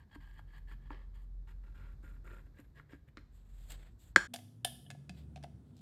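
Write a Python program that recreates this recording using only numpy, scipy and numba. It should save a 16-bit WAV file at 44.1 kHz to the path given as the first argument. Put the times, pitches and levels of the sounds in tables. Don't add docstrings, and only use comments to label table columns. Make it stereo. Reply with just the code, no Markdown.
import sys
import numpy as np
from scipy import signal
from scipy.fft import rfft, irfft
from scipy.io import wavfile
from scipy.ndimage import uniform_filter1d
from numba import njit

SR = 44100
rng = np.random.default_rng(int(sys.argv[2]) if len(sys.argv) > 2 else 0)


def wav_out(sig):
    wavfile.write(sys.argv[1], SR, np.round(np.clip(np.atleast_2d(sig).T, -1, 1) * 32767).astype(np.int16))


N = 256220
T = np.arange(N) / SR

# frequency in Hz, relative level in dB.
BOTTLE_SCENE_AIR = [(29, -27), (50, -8.5), (140, -20.5), (161, -30.5), (195, -27), (613, -47.5),
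                    (1790, -54), (2890, -70.5), (3760, -58.5), (8460, -69), (9530, -80), (11800, -61),
                    (13500, -73), (14500, -86.5)]
PLUG_SCENE_AIR = [(35, -31.5), (60, -25.5), (102, -1.5), (246, -10.5), (317, -17), (503, -27),
                  (1180, -40.5), (1270, -38.5), (2780, -51), (3270, -46), (4840, -54), (9670, -51),
                  (15000, -61)]
# time in seconds, pitch in Hz, level in dB.
ENGINE_IDLE = [(0.0, 48.5, -64), (0.1, 41.5, -66), (0.15, 41.9, -55.5), (0.74, 42.38, -47),
               (1.18, 44.3, -48), (2.33, 43.3, -48), (2.69, 45.87, -72), (3.27, 44.25, -59),
               (3.47, 44.8, -51), (3.7, 41.8, -48.5), (4.15, 45.7, -79)]
ENGINE_REVVING = [(4.27, 104.2, -62), (4.442, 103, -56), (4.858, 140.3, -58.5), (5.034, 138, -54),
                  (5.144, 151.4, -55.5), (5.518, 140.1, -56.5), (5.584, 148.7, -67.5), (5.81, 148.8, -61.5)]
ENGINE_DRONE = [(4.5, 60.1, -76), (4.7, 61.6, -60), (4.85, 65.45, -65), (4.93, 68.2, -82),
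                (5.11, 72.05, -52), (5.53, 71.8, -54), (5.81, 68, -71)]
ENGINE_WHINE = [(4.27, 244.2, -70), (4.35, 244.1, -53.5), (4.522, 247.3, -70.5), (4.72, 244, -60),
                (4.824, 244, -72.5), (5.458, 233.3, -73), (5.81, 243.3, -67.5)]
# centre in Hz, width in Hz, relative level in dB.
ENGINE_RUMBLE = [(70, 1.4, -70.5), (90, 5.7, -71), (146.6, 7.1, -70)]
GLOVE_SWISH = [(3760, 2650, 0)]
GLOVE_TREBLE = [(7700, 2500, 1), (11400, 2400, 3)]
GLOVE_RUB = [(574, 590, 2), (1568, 1260, -3)]
DRAG_BELLY = [(460, 540, 0)]
DRAG_UPPER = [(3030, 250, -17), (3257, 107, -19), (4400, 780, -19)]
DRAG_SCRATCH = [(2610, 1270, 1), (4380, 2700, -0.5)]
DRAG_TREBLE = [(7270, 810, 2.5), (8530, 1360, 2.5), (11650, 3000, 6.5)]
# time in seconds, swish level in dB, then treble and rub
# in dB compared with the swish.
ARM_SWING = [(3.27, -93, -7, 2), (3.352, -84.5, 10.5, -1.5), (3.404, -79.5, 2, 0), (3.444, -93, 8.5, 5.5),
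             (3.634, -72, 5, -3), (3.67, -78.5, 7, 1), (3.724, -58.5, 4, -3.5), (3.736, -69.5, 1, 1.5),
             (3.888, -83, 2, 10), (3.974, -103, 10, -7), (4.004, -71, 7, -28), (4.018, -70.5, 6, -7.5),
             (4.118, -88, 10, 4), (4.13, -91, -4, 2)]
# start, loudest moment and end in seconds, level in dB, rub in dB
GLOVE_BRUSHES = [(5.127, 5.192, 5.25, -70, -3), (5.66, 5.684, 5.72, -79.5, -9.5),
                 (5.732, 5.775, 6.1, -76.5, -20)]
# pitch in Hz, relative level in dB, ring time in
# seconds (the time to fade by 60 dB).
CASTING_LOW_NOTES = [(631, -1, 0.029), (707.4, 3.5, 0.047)]
CASTING_NOTES = [(1720, -4, .04), (2150, -4, .02), (2540, -3, .025), (3400, -5, .02), (4800, -9, .03),
                 (5459, -14, .025), (6089, -18, .03)]
PLUG_LOW_NOTES = [(1745, -7, .12), (2980, -9, .05), (3155, 3, .05), (3520, -1, .04), (4290, -14, .05),
                  (5459, -7, .04), (6089, -13, .05)]
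PLUG_HIGH_NOTES = [(7480, -1.5, 0.038), (10200, 9, 0.017), (9210, 12.5, 0.13), (9600, 9.5, 0.03),
                   (11720, -1, 0.05), (12780, -4.5, 0.03)]
ROCKING_NOTES = [(690, 0, .03), (1745, -13.5, 0.0548), (2954, 2.5, 0.031), (3260, -1, 0.052),
                 (3530, -4.5, 0.037)]
BENCH_NOTES = [(119, -8, 0.042), (189, -2.5, 0.039), (319, -1, 0.044), (540, -4, 0.029)]
BOTTLE_NOTES = [(1400, -16.5, 0.011), (1650, 9.5, 0.0066), (1945, -12, 0.016), (2690, -9, 0.0064),
                (3760, -18, 0.0113), (6970, -21, 0.012)]
# start in seconds, level in dB, boosts in dB for the casting's low
PLUG_TOUCHES = [(4.3365, -38, -16, -17, 0.45), (4.3395, -31.5, -7, 3, 1), (4.3455, -35.5, -5.5, -4.5, 0.63),
                (4.3601, -32.5, -14.5, -8, 0.66), (4.388, -49, -1.5, -3, 0.84),
                (4.6470, -38.5, -35, 16.5, 0.37), (4.6489, -22, -8, 4, 0.96), (4.6748, -43, -22, 2, 0.53),
                (4.9032, -36, -13.5, -10.5, 0.36), (4.912, -41, -17, -29, 0.3), (4.9491, -60.5, 9, -22, 1),
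                (5.0945, -39, -10.5, -14, 0.18), (5.3598, -44, -1.5, -21.5, 0.6),
                (5.368, -51.5, -2, -21, 0.85), (5.3744, -52.5, 1.5, -27, 0.65),
                (5.428, -49.5, -14.5, -22, 0.45), (5.4367, -43.5, -4, -8, 0.82),
                (5.4414, -48.5, 9.5, -7, 0.99), (5.767, -57, -14, -10, 1), (5.778, -63, -14, -9.5, 1),
                (5.791, -59, -10, -14, 0.97)]
# start in seconds, level in dB.
PLUG_ROCKS = [(4.676, -42), (4.697, -50), (4.719, -53), (4.745, -60), (4.792, -58), (4.848, -63),
              (4.862, -49.5)]
# start in seconds, level in dB, pitch in Hz, ring time
# in seconds.
PLUG_THUMPS = [(5.096, -43, 178.5, 0.18)]
# start in seconds, level in dB.
BOTTLE_LANDING = [(4.1609, -13.5), (4.1613, 1), (4.1722, -23.5)]
# centre in Hz, width in Hz, level in dB.
KNOCK_ECHO_BAND = [(1630, 330, -4.5)]
# start and end in seconds, start and end level in dB.
NOZZLE_STROKES = [(0, 0.043, -75, -82), (0.091, 0.159, -90, -61), (0.207, 0.321, -72.5, -77),
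                  (0.328, 0.401, -77.5, -68), (0.471, 0.587, -83.5, -67), (0.677, 0.74, -69.5, -71),
                  (0.774, 0.881, -97.5, -74), (0.9, 1.063, -66, -86.5), (1.141, 1.252, -78, -91),
                  (1.476, 1.522, -68, -70.5), (1.636, 1.749, -74.5, -84), (1.748, 1.944, -70.5, -75.5),
                  (2.031, 2.181, -67.5, -77), (2.245, 2.415, -67.5, -69), (2.45, 2.478, -80, -76),
                  (2.543, 2.611, -82.5, -61.5), (2.644, 2.655, -64, -90), (2.751, 2.813, -75, -63.5),
                  (2.797, 2.837, -71, -88), (2.888, 2.94, -75, -67.5), (2.923, 2.971, -61.5, -78.5),
                  (3.079, 3.089, -70, -68.5), (3.17, 3.265, -73, -101)]
# start in seconds, tick and thud levels in dB, tick pitch in Hz.
RIM_BUMPS = [(0.159, -48, -45, 1050), (0.3934, -47.5, -64, 950), (.714, -47.5, -57, 1390),
             (0.9047, -39, -42.5, 1040), (2.036, -77, -52, 1600), (2.277, -45.5, -61, 1480),
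             (2.592, -59, -46.5, 1310), (2.7968, -45, -61, 1398), (2.932, -51, -44, 1480),
             (2.947, -75, -50, 1498), (3.086, -56, -77, 1900), (3.171, -46, -64, 3600),
             (3.171, -42, -48, 1410), (3.180, -47.5, -49, 1780), (3.72, -51, -61, 2300),
             (3.720, -40, -66, 7290)]
# time in seconds, main ring in Hz, then the upper,
# belly, hollow, scratch, treble and creak levels in dB compared with the main ring.
BOTTLE_GRIP = [(0, 1615, 12, -14, 3.5, -18.5, -9.5, 2.5), (.75, 1720, 10.5, -19, 0.5, -20, -7, 2),
               (.95, 1707, 10.5, 7, 2.5, -19, -16, 1), (1.3, 1690, 17, -4.5, 8.5, -19, 8, -2),
               (1.45, 1380, 5, -6, 1, -5, -10, -28), (2.35, 1350, -13, 2, -2, -23, -8.5, -15),
               (2.56, 1610, 1, 0.5, -3, -9, -10, -9.5)]
# frequency in Hz, how far the left leads in radians, how much
# louder the left is in dB.
MICROPHONES = [(30, 0, 1.7), (1000, -.27, 1.5), (2500, -.6, -2.8), (4500, -1.2, -1.5), (6200, -2.0, -1.5),
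               (8200, .3, -2.7), (10500, 1.9, -2.5), (13000, 5.2, -1.4), (16000, 8, -1.4)]


def undb(db):
    return 10 ** (np.asarray(db) / 20)


def level(x, db=0):
    return x * undb(db) / np.sqrt(np.mean(x ** 2))


def curves(rows):
    times, *columns = np.transpose(rows)
    return [np.interp(T, times, column) for column in columns]


@njit
def bandpass(x, hz, width):
    out, band, low = np.empty(len(x)), 0., 0.
    for i in range(len(x)):
        tuning, loss = np.tan(np.pi * hz[i] / SR), width / hz[i]
        swing = (band + tuning * (x[i] - low)) / (1 + tuning * (tuning + loss))
        band, low = 2 * swing - band, low + 2 * tuning * swing
        out[i] = loss * swing
    return out


def bands(x, table, passes=1):
    for _ in range(passes):
        x = sum(undb(db) * bandpass(x, np.full(len(x), float(hz)), float(width))
                for hz, width, db in table)
    return x


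def wander(per_second):
    hold = int(SR / per_second)
    steps = np.repeat(rng.standard_normal(N // hold + 1), hold)
    return 1.6 * uniform_filter1d(steps, hold)[:N]


def ring(notes, push_s=0.0001, damping=0., scatter_db=3):
    t = T[:SR // 4]
    out = np.zeros(len(t))
    for hz, db, ring_s in notes:
        gain = undb(db + scatter_db * rng.standard_normal())
        detune = 1 + rng.standard_normal() / 150
        fade_s = max(ring_s * (1 - .9 * damping), 1 / hz)
        out += gain * np.sin(2 * np.pi * hz * detune * t) * 1000. ** (-t / fade_s)
    out *= 1 - np.exp(-(t / push_s) ** 2)
    return out / np.abs(out).max()


def tick(fade_s, hz, width, passes=2):
    t = T[:SR // 4]
    burst = rng.standard_normal(len(t)) * 1000. ** (-t / fade_s)
    burst = bands(burst, [(hz, width, 0)], passes)
    return burst / np.abs(burst).max()


def add(out, start_s, x):
    i = int(start_s * SR)
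    out[i:i + len(x)] += x[:N - i]


def room(x, low_fade_s=0.39, high_fade_s=0.55):
    t = T[:SR]
    noise = rng.standard_normal((2, SR))
    low = signal.sosfilt(signal.butter(1, 3000, fs=SR, output="sos"), noise)
    tail = (low + 0.039 * low[::-1]) * 1000. ** (-t / low_fade_s)
    tail += (noise - low) * 1000. ** (-t / high_fade_s)
    tail *= np.clip(t / 0.0022, 0, 1) * (1 + 2 * np.exp(-t / 0.0096))
    tail /= np.sqrt(np.sum(tail ** 2) / 2)
    return signal.fftconvolve(x[None], tail, axes=1)[:, :N]


def air(spectrum, db):
    freqs = np.arange(N // 2 + 1) * SR / N + 1
    hz, shape_db = np.transpose(spectrum)
    colour = undb(np.interp(np.log(freqs), np.log(hz), shape_db, left=-60))
    mid, side = rfft(rng.standard_normal((2, N))) * colour
    side *= np.clip(.2 + freqs / 5000, 0, .7)
    stereo = irfft(np.array([mid + side, mid - side]), N)
    return level(stereo, db) * undb(0.99 * wander(1.8))


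def engine(rows, waver=0.00604, flutter_db=1.5):
    hz, db = curves(rows)
    phase = 2 * np.pi * np.cumsum(hz * (1 + waver * wander(4.8))) / SR
    return np.sqrt(2) * np.sin(phase) * undb(db + flutter_db * wander(20)) * (T >= rows[0][0])


def engine_rumble():
    return sum(level(bands(rng.standard_normal(N), [(hz, width, 0)]), db)
               for hz, width, db in ENGINE_RUMBLE)


def glove():
    friction = rng.standard_normal(N) * undb(1.5 * wander(110) + wander(40))
    swish, treble, rub = (level(bands(friction, table, passes=2))
                          for table in (GLOVE_SWISH, GLOVE_TREBLE, GLOVE_RUB))
    arm_db, treble_db, rub_db = curves(ARM_SWING)
    out = undb(arm_db) * (swish + undb(treble_db) * treble - undb(rub_db) * rub)
    out *= (T >= ARM_SWING[0][0]) & (T <= ARM_SWING[-1][0])
    for start, peak, end, db, rub_db in GLOVE_BRUSHES:
        swell_db = np.interp(T, [start, peak, end], [-14, 0, -14])
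        brush = swish + 0.83 * treble - undb(rub_db) * rub
        out += undb(db + swell_db) * brush * (T >= start) * (T <= end)
    return out


def plug_clinks():
    out = np.zeros(N)
    for start, db, low_db, plug_db, damping in PLUG_TOUCHES:
        free = 1 - damping
        tick_hz = 2516 * 2 ** (-low_db / 14.5)
        hit = (1 - .6 * free) * tick(.02, tick_hz, 1.5 * tick_hz)
        hit += 1.1 * free * ring(CASTING_NOTES, damping=damping)
        hit += undb(low_db) * ring(CASTING_LOW_NOTES, push_s=0.0022, damping=.4 * damping)
        bright = 0.201 * ring(PLUG_HIGH_NOTES, damping=damping) + 0.92 * tick(0.0042, 10070, 4600)
        hit += undb(plug_db) * bright
        hit += undb(plug_db + 1) * free * ring(PLUG_LOW_NOTES, damping=damping, scatter_db=1.5)
        add(out, start, undb(db) * hit)
    for start, db in PLUG_ROCKS:
        add(out, start, undb(db) * ring(ROCKING_NOTES, push_s=0.0026))
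    for start, db, hz, ring_s in PLUG_THUMPS:
        add(out, start, undb(db) * ring([(hz, 0, ring_s)], push_s=0.00067))
    return out


def bottle_knock():
    out = np.zeros(N)
    (touch_s, touch_db), *blow_and_echo = BOTTLE_LANDING
    add(out, touch_s, undb(touch_db) * tick(0.0099, 4300, 4200))
    for start, db in blow_and_echo:
        bottle = ring(BOTTLE_NOTES, push_s=0.00067, scatter_db=2) + 0.12 * tick(0.017, 3900, 4500)
        bench = ring(BENCH_NOTES, push_s=0.002, scatter_db=1.5)
        add(out, start, undb(db) * (bottle + undb(-24) * bench))
    return out


def nozzle_drag(edge_s=0.016, creak_width_hz=132.):
    strokes = np.zeros(N)
    for start, end, start_db, end_db in NOZZLE_STROKES:
        sliding = (T >= start) & (T < end)
        strokes[sliding] = undb(np.interp(T[sliding], [start, end], [start_db, end_db]))
    strokes = np.abs(uniform_filter1d(strokes, int(edge_s * SR)))
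    hz, upper_db, belly_db, hollow_db, scratch_db, treble_db, creak_db = curves(BOTTLE_GRIP)
    grit = rng.standard_normal(N) * undb(2.3 * wander(300) + 1.3 * wander(60))
    hiss = rng.standard_normal(N) * undb(2.7 * wander(300))
    main_ring = level(bandpass(bandpass(grit, hz, 480.), hz, 500.))
    creak = level(bandpass(bandpass(grit, hz, creak_width_hz), hz, creak_width_hz), creak_db)
    upper = sum(level(bands(grit, [(centre, width, 0)], passes=2), db + upper_db)
                for centre, width, db in DRAG_UPPER)
    hollow = level(bands(bands(grit, [(983, 600, 0)]), [(983, 800, 0)]), hollow_db)
    belly = level(bands(grit, DRAG_BELLY, passes=2), belly_db)
    scratch = level(bands(grit, DRAG_SCRATCH, passes=2), scratch_db)
    treble = level(bands(hiss, DRAG_TREBLE, passes=2), treble_db)
    return (main_ring + creak + upper + hollow + belly - scratch + treble) * strokes


def nozzle_bumps(thud_hz=289.8):
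    out = np.zeros(N)
    notes = [(thud_hz, 0, .055), (2.4 * thud_hz, -14, .02), (1.3 * thud_hz, -8, .03)]
    for start, tick_db, thud_db, tick_hz in RIM_BUMPS:
        add(out, start, undb(thud_db) * ring(notes, push_s=0.0021))
        add(out, start, undb(tick_db) * tick(0.012, tick_hz, 0.8 * tick_hz, passes=3))
    return out


def scene(change_s=4.275, fade_s=0.0089):
    nozzle = nozzle_drag() + nozzle_bumps()
    knock, clinks, rustle = bottle_knock(), plug_clinks(), glove()
    first = engine_rumble() + engine(ENGINE_IDLE, waver=0.003, flutter_db=1.44)
    first = first + air(BOTTLE_SCENE_AIR, -58) + nozzle + knock
    far_knock = knock - 0.85 * bands(knock, [(1800, 1500, 0)]) + bands(knock, KNOCK_ECHO_BAND)
    first += room(undb(-5.5) * nozzle + undb(-7.5) * far_knock)
    second = engine(ENGINE_REVVING) + engine(ENGINE_DRONE) + engine(ENGINE_WHINE)
    second = second + air(PLUG_SCENE_AIR, -59) + clinks
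    second = signal.sosfilt(signal.butter(4, 58, "high", fs=SR, output="sos"), second)
    second += room(undb(-7) * clinks)
    ramp = (T - change_s) / fade_s
    return first * np.clip(-ramp, 0, 1) + second * np.clip(ramp, 0, 1) + rustle


def record(dry):
    freqs = np.arange(N // 2 + 1) * SR / N + 1
    hz, lead_radians, louder_db = np.transpose(MICROPHONES)
    left_gain = undb(np.interp(np.log(freqs), np.log(hz), louder_db) / 2)
    left = left_gain * np.exp(.5j * np.interp(freqs, hz, lead_radians))
    stereo = np.tanh(irfft(rfft(dry) * np.array([left, 1 / left]), N))
    stereo = signal.sosfilt(signal.butter(4, 36, "high", fs=SR, output="sos"), stereo)
    return signal.sosfilt(signal.ellip(10, .2, 80, 16500, fs=SR, output="sos"), stereo)


dry = scene()
out = record(dry)
wav_out(out)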